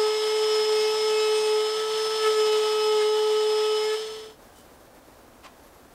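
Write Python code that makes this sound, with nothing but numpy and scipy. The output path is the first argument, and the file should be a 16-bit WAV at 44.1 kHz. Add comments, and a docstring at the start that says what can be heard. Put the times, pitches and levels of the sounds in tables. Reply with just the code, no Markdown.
"""Trim router cutting a wooden strip.

A clamped cordless router runs at about 430 turns a second while a strip is fed past its bit. The bit strikes
once a turn, the motor whines at twelve times the speed, cooling air hisses from the vents. After the strip
leaves, the scene changes: the router fades out into quiet workshop air, where a hand slides two strips
together."""
import sys
import numpy as np
from scipy import signal
from scipy.fft import rfft, irfft, next_fast_len
from scipy.io import wavfile

SR = 44100
rng = np.random.default_rng(int(sys.argv[2]) if len(sys.argv) > 2 else 0)


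def bounce(signal):
    """Save signal as a 16-bit WAV file at the path given by the first command-line argument."""
    frames = np.transpose(np.atleast_2d(signal))
    limited = np.clip(frames, -1, 1)
    pcm = np.round(limited * 32767).astype(np.int16)
    wavfile.write(sys.argv[1], SR, pcm)


N = 261947
T = np.arange(N) / SR
PULLS_PER_TURN = 12

# whine pitch, sagging as the strip is pressed in: (time [s], pitch [Hz])
WHINE_PITCH = [(0.03, 5145), (0.31, 5171), (0.8, 5154), (0.98, 5185), (1.61, 5146), (1.79, 5208),
               (2.17, 5226), (2.46, 5150), (2.91, 5148), (3.04, 5097), (3.1, 5141), (3.82, 5149),
               (4.09, 5240), (4.2, 5225)]
# force of the bit's blow, heard as the once-a-turn hum: (time [s], level [dB])
BLOW_FORCE = [(0.03, -22), (0.22, -25.5), (0.6, -22), (0.65, -25), (0.72, -23), (1.01, -24.5),
              (1.07, -23.5), (1.56, -22), (1.71, -27), (2.2, -27), (2.28, -20), (2.34, -24.5), (2.39, -21),
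              (2.82, -23.5), (3.03, -20.5), (3.09, -22), (3.66, -23), (3.93, -25.5)]
# strip resonance, shifting as it bends, and depth of cut: (time [s], resonance [Hz], rasp level [dB])
STRIP_CUT = [(0.03, 2060, -41.5), (0.71, 2280, -42.5), (0.8, 2150, -36), (0.94, 2560, -39.5),
             (1.03, 2060, -41.5), (1.2, 2500, -35.5), (1.46, 2500, -39.5), (1.78, 1850, -51),
             (2.18, 2100, -60), (2.27, 1800, -34), (2.31, 2210, -54), (2.38, 1800, -37),
             (2.42, 2320, -43.5), (2.67, 2700, -40), (3.27, 1820, -51), (3.33, 2400, -52),
             (3.71, 2490, -46), (3.93, 1690, -38)]
# rush of air and motor tones: (time [s], level [dB])
RUSH_LEVEL = [(0.03, -40.5), (0.23, -39), (1.71, -40), (2.24, -38), (3.04, -41), (3.69, -41), (3.9, -42.5)]


def router(free_hz=436.5, loaded_hz=427, tear_load=0.41, cut_end_s=3.96, fade_s=(3.942, 4.375),
           hum_db=-0.35, idle_db=-31.5, rasp_db=-1.5, chips_db=-10, rush_db=3, air_db=1.55):
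    """One shaft drives all parts; its sag in speed sets the load. Cutting stops as the strip leaves."""
    speed_hz = curves(WHINE_PITCH)[0] / PULLS_PER_TURN
    median_hz = np.median(speed_hz)
    angle = 2 * np.pi * np.cumsum(speed_hz) / SR + .005 * drift(32)
    load = np.clip((free_hz - speed_hz) / (free_hz - loaded_hz), 0, 1)
    in_wood = np.clip((cut_end_s - T) / 0.013 + .5, 0, 1)
    force_db, = curves(BLOW_FORCE)
    resonance_hz, bite_db = curves(STRIP_CUT)
    bite = undb(bite_db)
    rush = undb(rush_db + curves(RUSH_LEVEL)[0])
    hum_gain = in_wood * undb(hum_db + force_db) + (1 - in_wood) * undb(idle_db)
    running = hum_gain * tone(angle, 1, rough=0.076, waver_hz=6.7)
    running += whine(angle) + housing(angle, load)
    running += rush * (motor(angle, speed_hz) + undb(air_db) * cooling_air())
    tearing = bite * (undb(rasp_db) * rasp(angle, median_hz, resonance_hz) + undb(chips_db) * chips(angle))
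    tearing += np.sqrt(bite * rush) * buzz(angle, median_hz)
    # under light load the bit knocks but hardly tears
    cutting = knock(angle, force_db) + np.tanh(load / tear_load) * tearing
    fade = np.interp(T, fade_s, (1, 0)) ** 1.08
    return fade * (running + in_wood * cutting + grabs(angle, median_hz))


# third harmonic of the hum: (time [s], level [dB])
THIRD_LEVEL = [(0.03, -38), (0.27, -45), (0.54, -40), (2.2, -40), (2.26, -31), (2.29, -35), (3.41, -40),
               (3.74, -39.5), (3.9, -48)]


def knock(angle, force_db):
    """The bit shoves the strip once a turn: harmonics 2 and 3, the second growing with the force."""
    second_db = -40.5 + 0.91 * (force_db - np.median(force_db))
    third_db = 0.6 + curves(THIRD_LEVEL)[0]
    return sum(undb(db) * tone(angle, order, rough=0.22, waver_hz=8, lag_rad=quadrature())
               for order, db in ((2, second_db), (3, third_db)))


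def rasp(angle, shaft_hz, resonance_hz, width_hz=250, floor=.22):
    """The strip's resonance lifts the nearest of harmonics 4-6; the others stay faint."""
    orders = np.arange(4, 7)
    gains = np.array([k * (floor + 1 / (1 + ((k * shaft_hz - resonance_hz) / width_hz) ** 2))
                      for k in orders])
    gains /= np.linalg.norm(gains, axis=0)
    return sum(gain * tone(angle, k, rough=0.32, waver_hz=9, lag_rad=quadrature())
               for k, gain in zip(orders, gains))


# upper overtones of the blow: (frequency [Hz], level [dB])
BUZZ_SPECTRUM = [(3400, -13.5), (3900, -14), (4300, -16), (4700, -14), (5600, -21), (6000, -18.5),
                 (6450, -18), (8700, -16), (9900, -26), (12500, -31), (15500, -37)]


def buzz(angle, shaft_hz, grain_db=2.5, grain_hz=4):
    """One sharp blow a turn makes a comb of overtones that swell and sink as the grain passes."""
    out = 0
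    for order in np.r_[8:12, 13:35]:  # 12 belongs to the whine
        grain = unit_rms(undb(grain_db * drift(grain_hz)))
        lag_rad = quadrature() + rng.standard_normal()
        overtone = tone(angle, order, rough=0.82, waver_hz=11, lag_rad=lag_rad)
        out += gain_at(order * shaft_hz, BUZZ_SPECTRUM) * grain * overtone
    return out


def chips(angle, sharpness=1.8, scatter_db=0.5, tilt_db_per_oct=-2.5):
    """Fibres tear in one uneven noise burst per turn."""
    bursts = np.exp(sharpness * (np.cos(angle) - 1)) * undb(scatter_db * drift(150))
    return colour(bursts * rng.standard_normal(N), AIR_SPECTRUM, tilt_db_per_oct=tilt_db_per_oct)


# the bit grabs a thick chip: (time [s], rise [s], fall [s], level [dB])
CHIP_GRABS = [(2.272, 0.04, 0.0088, -32.5), (3.025, 0.022, 0.016, -38), (3.945, 0.027, 0.0048, -38)]
# overtones of a grab: (frequency [Hz], level [dB])
GRAB_SPECTRUM = [(860, -9), (1300, 7), (1720, 5.5), (2150, 9), (3000, -4.5), (4500, -26), (8000, -17),
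                 (9500, -19)]


def grabs(angle, shaft_hz, splinter_db=-9, snap_db=-12, snap_lead_s=0.0065, snap_s=.0035):
    """A thick chip hardens the blows: a splintery bark, with a fibre snapping just before its peak."""
    bark = sum(gain_at(k * shaft_hz, GRAB_SPECTRUM) * tone(angle, k, rough=0.62, waver_hz=60)
               for k in range(2, 23))
    bark = unit_rms(bark) + undb(splinter_db) * chips(angle, tilt_db_per_oct=1.5)
    snap = undb(snap_db) * colour(rng.standard_normal(N), AIR_SPECTRUM, tilt_db_per_oct=14)
    out = 0
    for at_s, rise_s, fall_s, db in CHIP_GRABS:
        out += undb(db) * swell(at_s, rise_s, fall_s) * bark
        out += undb(db) * swell(at_s - snap_lead_s, snap_s, snap_s) * snap
    return out


# motor whine: (time [s], level [dB])
WHINE_LEVEL = [(0.03, -38.5), (0.33, -40.5), (0.54, -36), (1.79, -41.5), (1.83, -46.5), (2.06, -40),
               (2.89, -39.5), (2.95, -47), (2.97, -40), (3.24, -42.5), (3.8, -39), (3.93, -45.5)]
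# moments of heavy load that dip the whine: (time [s], depth [0-1])
WHINE_DIPS = [(1.48, .45), (2.61, 0.7), (2.755, 0.7), (3.04, .7), (3.17, .45), (3.27, 0.5), (3.35, 0.8),
              (3.45, 0.8)]


def whine(angle, gain_db=2.5, dip_s=0.011, sideband_db=-18):
    """The rotor's magnetic pull whines, dips briefly and grows a fluttering sideband when strong."""
    level = undb(gain_db + curves(WHINE_LEVEL)[0])
    dips = np.prod([1 - depth * swell(at_s, dip_s, dip_s) for at_s, depth in WHINE_DIPS], axis=0)
    share = undb(sideband_db) * (level / np.median(level)) ** 1.4
    sideband = share * tone(angle, PULLS_PER_TURN + 1, rough=0.97, waver_hz=22)
    pull = tone(angle, PULLS_PER_TURN, rough=0.15, waver_hz=12, lag_rad=np.pi / 2)
    return level * (dips * pull + sideband)


def housing(angle, load, base_db=-48, load_db=4, build_db_per_s=1.75, peak_s=2.66):
    """The housing sings at harmonic 7, near its resonance; louder under load and towards peak_s."""
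    build_db = build_db_per_s * (peak_s - np.abs(T - peak_s))
    return undb(base_db + load_db * load + build_db) * tone(angle, 7, rough=0.41, waver_hz=12)


# tones of the turning parts: (order [x shaft speed], level [dB], slope with speed [dB/Hz])
MOTOR_TONES = [(3, -17.5, 2), (4, -16.5, 0.7), (9, -19, -1), (10, -18, 0.7), (14.13, -27, 2.5),
               (21, -24.5, 1.2), (24, -44, -1)]


def motor(angle, speed_hz):
    """Bearings and fan blades sing at fixed multiples of the speed; their levels shift with it."""
    extra_hz = speed_hz - np.median(speed_hz)
    return sum(undb(db + db_per_hz * extra_hz) * tone(angle, order, rough=0.25, waver_hz=9)
               for order, db, db_per_hz in MOTOR_TONES)


# air through fan and vents: (frequency [Hz], density [dB])
AIR_SPECTRUM = [(60, -29), (125, -23), (260, -12), (520, -1.5), (900, 4), (1500, -3), (2000, 0.5),
                (2400, -3), (4200, 0.5), (6600, -7), (8400, -6), (10300, -17), (12500, -17.5), (15500, -28)]
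# housing resonances: (frequency [Hz], width [Hz], level [dB])
HOUSING_MODES = [(183, 13.7, -5), (3116, 256, 4.5), (3443, 200, 6.5)]


def cooling_air(flutter_db=0.97):
    """Cooling air rushes through the resonant housing."""
    hiss = colour(rng.standard_normal(N), AIR_SPECTRUM, HOUSING_MODES)
    return hiss * undb(flutter_db * drift(41))


# wood rubbing on wood: (time [s], rise [s], fall [s], level [dB], tilt [dB/octave])
RUBS = [(4.585, 0.027, .03, -55.5, 11), (5.457, 0.013, 0.014, -41, -1.5), (5.64, .012, .015, -63, 2)]
# friction noise: (frequency [Hz], density [dB])
RUB_SPECTRUM = [(300, -10), (700, -3), (1400, -3), (2200, -5), (3500, -5), (5500, -11), (8500, -16),
                (12000, -29), (15500, -32)]
# strip resonances: (frequency [Hz], width [Hz], level [dB])
STRIP_MODES = [(1060, 42, 11), (2520, 80, -2), (3100, 56, -5), (3450, 80, -2)]
# thin squeaks: (time [s], half length [s], pitch [Hz], level [dB])
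RUB_SQUEAKS = [(4.59, 0.029, 3030, -59.5), (5.66, .025, 11300, -66), (5.77, .04, 11650, -72)]


def slides(grit_db=3, room_db=-9, room_t60_s=.4):
    """Short, gritty rubs ring the strips and squeak; the room adds a brief tail."""
    out = 0
    for at_s, rise_s, fall_s, db, tilt in RUBS:
        grit = rng.standard_normal(N) * undb(grit_db * drift(250))
        out += undb(db) * swell(at_s, rise_s, fall_s) * colour(grit, RUB_SPECTRUM, STRIP_MODES, tilt)
    for at_s, half_s, hz, db in RUB_SQUEAKS:
        out += undb(db) * swell(at_s, half_s, half_s) * tone(2 * np.pi * T, hz, rough=0.74, waver_hz=80)
    tail = rng.standard_normal(SR) * np.exp(-np.log(1000) * T[:SR] / room_t60_s)
    return out + undb(room_db) * signal.fftconvolve(out, tail / np.linalg.norm(tail))[:N]


# ventilation: (frequency [Hz], density [dB])
VENTILATION_SPECTRUM = [(15, -39), (25, -4.5), (64, -5.5), (183, -11), (274, -4), (433, -7.5), (495, -5),
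                        (666, -5.5), (741, -7), (970, -10), (1270, -13), (1660, -15.5), (1900, -18.5),
                        (2560, -22.5), (15500, -28.5)]
# mains hum: (frequency [Hz], level [dB])
MAINS_HUM = [(60, -73), (242, -69.5)]


def workshop(noise_db=-51.2, drift_db=0.96, fade_in_s=(3.94, 4.16)):
    """Ventilation noise and faint mains hum of the workshop, faded in as the scene changes."""
    noise = undb(noise_db + drift_db * drift(15)) * colour(rng.standard_normal(N), VENTILATION_SPECTRUM)
    hum = sum(undb(db) * tone(2 * np.pi * T, hz, rough=0.25, waver_hz=2.7) for hz, db in MAINS_HUM)
    return (noise + hum) * np.interp(T, fade_in_s, (0, 1))


def tone(angle, order, rough, waver_hz, lag_rad=0):
    """Sinusoid at order times the angle, wavering in strength and phase; rms 1."""
    phase = order * angle + lag_rad
    wave = (1 + rough * drift(waver_hz)) * np.cos(phase) + rough * drift(waver_hz) * np.sin(phase)
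    return wave / np.sqrt(.5 + rough ** 2)


def quadrature():
    """A quarter cycle early or late, so cutting and motor tones add in power."""
    return rng.choice([-1, 1]) * np.pi / 2


def drift(rate_hz):
    """Smooth random drift, rms 1."""
    steps = rng.standard_normal(8192)  # 1 ms each
    hz = np.fft.rfftfreq(len(steps), 1 / 1000)
    smooth = unit_rms(irfft(rfft(steps) / (1 + (hz / rate_hz) ** 2)))
    return np.interp(T * 1000, np.arange(len(steps)), smooth)


def swell(peak_s, rise_s, fall_s):
    """Two-sided Gaussian envelope."""
    return np.exp(-.5 * ((T - peak_s) / np.where(T < peak_s, rise_s, fall_s)) ** 2)


def colour(x, spectrum, modes=(), tilt_db_per_oct=0):
    """Filter by a broad spectrum, resonances and a tilt; rms 1."""
    size = next_fast_len(N)
    hz = np.maximum(np.fft.rfftfreq(size, 1 / SR), 1)
    power = gain_at(hz, spectrum) ** 2
    for mode_hz, width_hz, db in modes:
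        power += undb(db) ** 2 / (1 + ((hz - mode_hz) / width_hz) ** 2) ** 2
    gain = np.sqrt(power) * undb(tilt_db_per_oct * np.log2(hz))
    return unit_rms(irfft(rfft(x, size) * gain, size)[:N])


def gain_at(hz, spectrum):
    """Gain of a spectrum, interpolated in log frequency."""
    points_hz, db = np.transpose(spectrum)
    return undb(np.interp(np.log(np.maximum(hz, 1)), np.log(points_hz), db))


def curves(table):
    """Each value column as a curve in time."""
    times_s, *columns = np.transpose(table)
    return [np.interp(T, times_s, column) for column in columns]


def undb(db):
    """Decibels to gain."""
    return np.exp(np.asarray(db) * np.log(10) / 20)


def unit_rms(x):
    """Scale to rms 1."""
    return x / np.sqrt(np.mean(np.abs(x) ** 2))


def scene():
    """Router, then sliding strips and room; mono."""
    return (router() + slides() + workshop())[None]


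def record(dry, top_hz=15700):
    """Steep low-pass."""
    return signal.sosfiltfilt(signal.ellip(10, .05, 60, top_hz, fs=SR, output="sos"), dry)


dry = scene()
out = record(dry)
bounce(out)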